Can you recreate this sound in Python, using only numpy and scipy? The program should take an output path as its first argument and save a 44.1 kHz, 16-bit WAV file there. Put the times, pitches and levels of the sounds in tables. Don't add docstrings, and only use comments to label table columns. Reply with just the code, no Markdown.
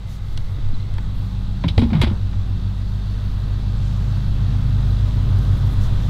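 import sys
import numpy as np
from scipy import signal
from scipy.io import wavfile

SR = 44100
rng = np.random.default_rng(int(sys.argv[2]) if len(sys.argv) > 2 else 0)


def log_audio(samples):
    frames = np.atleast_2d(samples).T
    limited = np.clip(frames, -1, 1)
    pcm = np.round(limited * 32767).astype(np.int16)
    wavfile.write(sys.argv[1], SR, pcm)


def gain_from_db(level_db):
    decades = np.asarray(level_db, float) / 20
    return 10 ** decades


N = 268745


def in_time(rows):
    s, *columns = np.transpose(rows)
    return [np.interp(np.arange(N) / SR, s, c) for c in columns]


def rms_one(x):
    return x / np.sqrt(np.mean(x ** 2) + 1e-20)


def band(x, low_hz, high_hz, order=2):
    sos = signal.butter(order, [low_hz, min(high_hz, .45 * SR)], "band", fs=SR, output="sos")
    return signal.sosfilt(sos, x)


def drift(rate_hz):
    hop = 40
    r = np.exp(-2 * hop * np.pi * rate_hz / SR)
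    slow = signal.lfilter([1], [1, -2 * r, r * r], rng.standard_normal(N // hop + 2002))[2000:]
    return np.interp(np.arange(N) / hop, np.arange(len(slow)), rms_one(slow - slow.mean()))


def resonate(x, modes):
    out = 0
    for k, (hz, width_hz, level_db) in enumerate(modes):
        r = np.exp(-np.pi * width_hz / SR)
        zeros = np.array([1, 0, -1]) * (1 - r * r) / 2
        poles = [1, -2 * r * np.cos(2 * np.pi * hz / SR), r * r]
        out = out + (-1) ** k * gain_from_db(level_db) * signal.lfilter(zeros, poles, x)
    return out


def tone(turns, level_db):
    return np.sqrt(2) * gain_from_db(level_db) * np.cos(2 * np.pi * turns)


def hump(start_s, length_s):
    return np.sin(np.pi * np.clip((np.arange(N) / SR - start_s) / length_s, 0, 1))


def far_side():
    swing_s = 0.52
    return np.clip(1 - np.arange(N) / SR / swing_s, 0, 1)


# multiple, level_db re the stroke tone
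STROKE_HARMONICS = [(3, -26), (4, -22.5), (7, -36.5), (8, -39.5), (25, -39)]
# pitch_hz, width_hz, level_db
SHELL_MODES = [(1260, 90, -5), (2690, 30, -3), (3280, 40, -3), (3580, 35, 1), (3350, 300, -10),
               (3860, 130, 1), (4200, 200, -9), (4450, 80, -3), (4728, 30, -8), (7970, 100, -19)]


def compressor(first_db, hiss_db):
    stroke_hz = 49.75
    turns = stroke_hz * np.arange(N) / SR - .16
    second_db = first_db - 2.5 - 7 * far_side()
    hum = tone(turns, first_db) + tone(2 * turns + .11, second_db)
    for order, level_db in STROKE_HARMONICS:
        hum += tone(order * turns + rng.random(), first_db + level_db + 2.4 * drift(6.6))

    wobble = .0025 * drift(0.43)
    ticks = np.diff(np.floor(turns + wobble), prepend=-1)
    ticks = ticks * gain_from_db(1.0 * rng.standard_normal(N))
    ticks = ticks + .35 * np.roll(ticks, round(.0071 * SR))

    shell = 0
    for k, mode in enumerate(SHELL_MODES):
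        swell = gain_from_db(2.5 * drift(.5))
        shell = shell + (-1) ** k * swell * resonate(ticks + 1e-18, [mode])
    return hum + gain_from_db(hiss_db - 8) * rms_one(shell)


# multiple, level_db re the fan tone
FAN_HARMONICS = [(3, -27), (4, -32), (5, -37), (6, -36), (12, -39)]


def fan(base_db):
    t = np.arange(N) / SR
    slow_hz, fast_hz, speeds_up_s = 92.51, 92.85, 3.35
    fan_turns = np.cumsum(np.where(t < speeds_up_s, slow_hz, fast_hz)) / SR
    swell_s, first_swell_s, swell_floor = 1.652, 0.59, .25
    swell = np.cos(np.pi * (t - first_swell_s) / swell_s) ** 2 + swell_floor ** 2
    quiet_s, quiet_width_s, quiet_db = 3.95, 0.63, -9
    quiet_spot_db = quiet_db * np.exp(-((t - quiet_s) / quiet_width_s) ** 2)
    fan_db = base_db - 1.5 + 10 * np.log10(swell) + quiet_spot_db
    out = tone(fan_turns + .47, fan_db)

    grille_turns = 2 * fan_turns + 1.1 * t
    grille_db = base_db - 16.5 - 17 * far_side() + 2.8 * drift(0.65)
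    out += tone(grille_turns + .65, grille_db)

    panel_hz, node_s, node_to_crest_s = 128.9, 2.1, 2.87
    panel_turns = panel_hz * t
    standing = np.sin(np.pi / 2 * (t - node_s) / node_to_crest_s)
    out += standing * tone(panel_turns - .3, base_db - 7)

    blade_hz = 92.78
    for order, level_db in FAN_HARMONICS:
        out += tone(order * blade_hz * t + rng.random(), fan_db + level_db + 2.5 * drift(1.5))
    return out + tone(1.981 * panel_turns + .15 * drift(3), base_db - 24 + 2 * drift(3))


# pitch_hz, level_db (per Hz)
AIR_SPECTRUM = [(36, 29), (76, 22.5), (112, 29), (165, 21), (225, 10.5), (320, 3), (570, 0.5), (1290, -1.5),
                (2400, -12), (3700, -6), (4400, -12), (5100, -15.5), (9000, -26.5), (15500, -31)]


def air(rush_db, hiss_db, patchy_db):
    out, together = 0, drift(3)
    edges = 25 * 2 ** np.arange(0, 9.5, 1 / 3)
    white = rng.standard_normal((2, N))
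    colour_hz, colour_db = np.transpose(AIR_SPECTRUM)
    for k, (low, high) in enumerate(zip(edges, edges[1:])):
        hz = np.sqrt(low * high)
        bright = np.clip(np.log2(hz / 1200), 0, 1)
        level_db = np.interp(np.log(hz), np.log(colour_hz), colour_db) - bright * 4
        level_db = level_db + (1 - bright) * rush_db + bright * (hiss_db + 8.0)
        level_db = level_db + patchy_db * (.4 * together + drift(5))
        out = out + gain_from_db(level_db + 11.5) * band(white[k % 2], low, high, order=3)
    return out


# pitch_hz, width_hz, level_db re the hiss, until_s
HOLLOW_TONES = [(474, 15, -24, 2.9), (840, 67, -9.5, 2.3), (2050, 270, -9.5, 0.89), (3650, 22, -16, 3.7),
                (4440, 34, -14.5, 4.6), (4090, 400, -14, 6.0), (8050, 60, -24.5, 1.9)]


def whistles(hiss_db):
    out = 0
    for hz, width_hz, level_db, until_s in HOLLOW_TONES:
        mode = [(hz, width_hz, 0)]
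        narrow = resonate(resonate(rng.standard_normal(N), mode), mode)
        fade_db = -25 * np.clip(np.arange(N) / SR - until_s, 0, 1)
        out = out + gain_from_db(hiss_db + level_db + fade_db + 0.64 * drift(0.65)) * rms_one(narrow)
    return out


# start_s, length_s, bright_db, dull_db
CLOTH_RUSTLES = [(0.056, 0.14, -60.5, -54.5), (.17, 0.27, -66.5, -63), (0.377, .22, -68, -67),
                 (1.08, .29, -66, -75), (3.72, 0.37, -78, -57.5), (5.25, 0.67, -67, -71),
                 (5.372, .025, -62, -70), (5.41, .05, -64, -68), (5.56, .03, -65, -70),
                 (5.655, .035, -60, -68), (5.69, 0.067, -60, -64), (5.79, 0.095, -59, -49.5),
                 (5.902, 0.39, -68, -56)]
# start_s, length_s, level_db above the tremble
HAND_MOVES = [
    (0.315, 0.79, 12.5),
    (1.553, 0.33, 4.5),
    (4.253, 0.7, 7),
    (5.698, 0.32, 8),
]


def hand():
    tremble_db = -30.5 + 3.5 * drift(5.0)
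    for start_s, length_s, level_db in HAND_MOVES:
        tremble_db = tremble_db + level_db * hump(start_s, length_s) ** .5
    tremble = gain_from_db(tremble_db) * rms_one(band(rng.standard_normal(N), 8.13, 18.5, order=4))

    grains = rng.standard_normal((2, N)) * gain_from_db(1.5 * drift(60))
    bright_level, dull_level = 0, 0
    for start_s, length_s, bright_db, dull_db in CLOTH_RUSTLES:
        stroke = hump(start_s, length_s)
        bright_level = bright_level + gain_from_db(bright_db) * stroke
        dull_level = dull_level + gain_from_db(dull_db) * stroke
    bright = bright_level * rms_one(band(grains[0], 9000, 14500))
    dull = dull_level * rms_one(band(grains[1], 3200, 7100))
    return tremble + bright + dull


# start_s, level_db (peak), pitch_hz, glide_hz_per_s, length_s
PANEL_PINGS = [(.741, -41, 4050, 0, .018), (.8, -43, 4050, 0, .014), (.825, -45, 4050, 0, .014),
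               (3.435, -50, 4150, 0, .02), (3.772, -55, 7700, 0, .012), (3.855, -57, 7600, 0, .01),
               (4.9, -46, 3950, 0, .025), (6.018, -62, 11500, 30000, .06), (.374, -38, 5700, 0, .005),
               (.374, -38, 1450, 0, .005), (.983, -33, 880, 0, .011), (.983, -36, 1800, 0, .007),
               (2.016, -24, 950, 0, .022), (1.641, -30, 1020, 0, .016)]


def pings():
    out = np.zeros(N)
    for start_s, level_db, hz, glide, length_s in PANEL_PINGS:
        t = np.arange(round(length_s * SR)) / SR
        shape = np.minimum(t / 0.00075, 1) * np.cos(np.pi * t / length_s / 2)
        at = round(start_s * SR)
        out[at:at + len(t)] += gain_from_db(level_db) * shape * np.sin(2 * np.pi * (hz * t + glide * t ** 2 / 2))
    return out


# start_s, body_db, crack_db, edge_db, t60_s
CONTACTS = [(0.375, -29.5, -26, -40, 0.018), (.939, -52, -38, -49, .012), (0.982, -29, -35, -50, 0.017),
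            (1.637, -26.5, -39, -68, 0.11), (1.681, -37.5, -27, -52, 0.093), (1.778, -17.5, -22, -42, 0.04),
            (1.791, -40.5, -38, -53.5, 0.17), (1.816, -28, -40, -62, 0.14), (1.838, -44, -44, -69, 0.04),
            (1.903, -35, -47, -72, 0.099), (1.93, -28, -38.5, -66, 0.18), (1.949, -37, -46, -63, 0.12),
            (1.996, -42, -44, -70, 0.13), (2.014, -20, -22.5, -37, 0.097), (2.033, -29, -36, -71, 0.16),
            (2.069, -41, -39, -64, 0.12), (2.099, -37, -47, -68, 0.031), (2.329, -39, -49, -75, 0.051)]
# pitch_hz, width_hz, level_db
BODY_MODES = [(322, 24.4, 7), (540, 160, -3), (867, 200, -1), (980, 164, -1), (1400, 670, -12)]
CLACK_MODES = [(1880, 950, -2), (2050, 180, 9), (2330, 350, 3.5)]
CRACK_MODES = [(3120, 470, -11.5), (3310, 970, 12), (3690, 210, 12.5), (3820, 96, 13), (4120, 190, -16.5)]


def knocks():
    excite = np.zeros((4, N))
    rattle = rng.standard_normal((4, N)) * gain_from_db(1.5 * drift(160))
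    rattle *= gain_from_db(2.93 * rng.exponential(1, N) + 7.5)
    t = np.arange(SR // 3) / SR
    for start_s, body_db, crack_db, edge_db, t60_s in CONTACTS:
        clack_db = (body_db + crack_db) / 2 - 5.0
        levels = gain_from_db(np.array([body_db, clack_db, crack_db, edge_db]))
        at = round(start_s * SR)
        burst = rattle[:, at:at + len(t)] * gain_from_db(1.5 - 60 * t / t60_s) * np.minimum(t / .0005, 1)
        burst[:3, 4] += 11.0
        excite[:, at:at + len(t)] += levels[:, None] * burst

    colours = [lambda x: band(resonate(x, BODY_MODES), 200, 2500),
               lambda x: band(resonate(x, CLACK_MODES), 1400, 3000),
               lambda x: band(resonate(x, CRACK_MODES), 2600, 5200, order=3),
               lambda x: band(x, 4600, 11000)]
    out = 0
    for x, colour in zip(excite, colours):
        out = out + colour(x + 1e-18) / np.std(colour(rattle[0]))
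    return out


# start_s, level_db (peak), pitch_hz, t60_s
WALL_THUMPS = [(0.584, -27.5, 295, 0.046), (0.731, -22.5, 226, 0.045), (1.642, -11, 169, 0.22),
               (1.662, -1.5, 92, 0.087), (1.706, -6.5, 73, 0.068), (1.776, 5, 86.5, 0.07),
               (1.778, -18.5, 462, 0.095), (1.641, -19, 281, 0.15), (2.019, -19.5, 358, 0.068),
               (2.071, -21, 340, 0.088), (1.79, -8.5, 233.3, 0.15), (1.823, -6.5, 238, 0.26),
               (1.814, -17, 136, 0.22), (1.84, -10.5, 79, 0.26), (1.859, -4, 227, 0.028),
               (1.921, -10, 221, 0.21), (1.945, -6, 153.5, 0.25), (1.969, -3, 148, 0.083),
               (2.001, -1.5, 88.5, 0.093), (2.029, -1.5, 69.5, 0.071), (2.034, -7.5, 225, 0.078),
               (2.059, -9.5, 75.7, 0.27), (2.111, -12.5, 201, 0.1)]


def thumps():
    out, t = np.zeros(N), np.arange(SR // 3) / SR
    for start_s, level_db, hz, t60_s in WALL_THUMPS:
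        at = round(start_s * SR)
        swing = np.sin(2 * np.pi * hz * t * (1 - 0.403 * t)) * np.minimum(t * hz / 0.65, 1)
        out[at:at + len(t)] += gain_from_db(level_db - 60 * t / t60_s) * swing
    return out


# time_s, stroke_db, rush_db
LEVELS = [
    (0.0, -30.5, -49.5),
    (0.9, -27, -47.5),
    (1.4, -24.5, -47),
    (2.4, -24, -47.5),
    (3.3, -23.5, -45.5),
    (4.2, -20.5, -43.5),
    (4.9, -18.5, -41.8),
    (6.09, -21, -40.5),
]
# start_s, length_s, rush_db, hiss_db
CABINET_DRAG = (1.863, 0.36, 8.0, 1.2)


def scene():
    base_db, rush_db = in_time(LEVELS)
    start_s, length_s, drag_rush_db, drag_hiss_db = CABINET_DRAG
    drag = hump(start_s, length_s)
    hiss_db = -49.5 + 0.84 * (rush_db + 46) + drag_hiss_db * drag
    rush_db = rush_db + drag_rush_db * drag
    fridge = compressor(base_db, hiss_db) + fan(base_db)
    fridge = fridge + air(rush_db, hiss_db, patchy_db=0.79) + whistles(hiss_db)
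    return (fridge + hand() + pings() + knocks() + thumps())[None]


def top_cut(x):
    return signal.sosfilt(signal.butter(12, 16450, fs=SR, output="sos"), x)


def record(dry):
    rounded = 1.2 * np.tanh(dry / 1.2)
    low_pass = signal.ellip(14, .3, 75, 15700, fs=SR, output="sos")
    cut = signal.sosfilt(low_pass, rounded)
    fade = np.sin(np.pi / 2 * np.clip(np.arange(N)[::-1] / (.003 * SR), 0, 1)) ** 2
    return top_cut(cut * fade)


dry = scene()
out = record(dry)
log_audio(out)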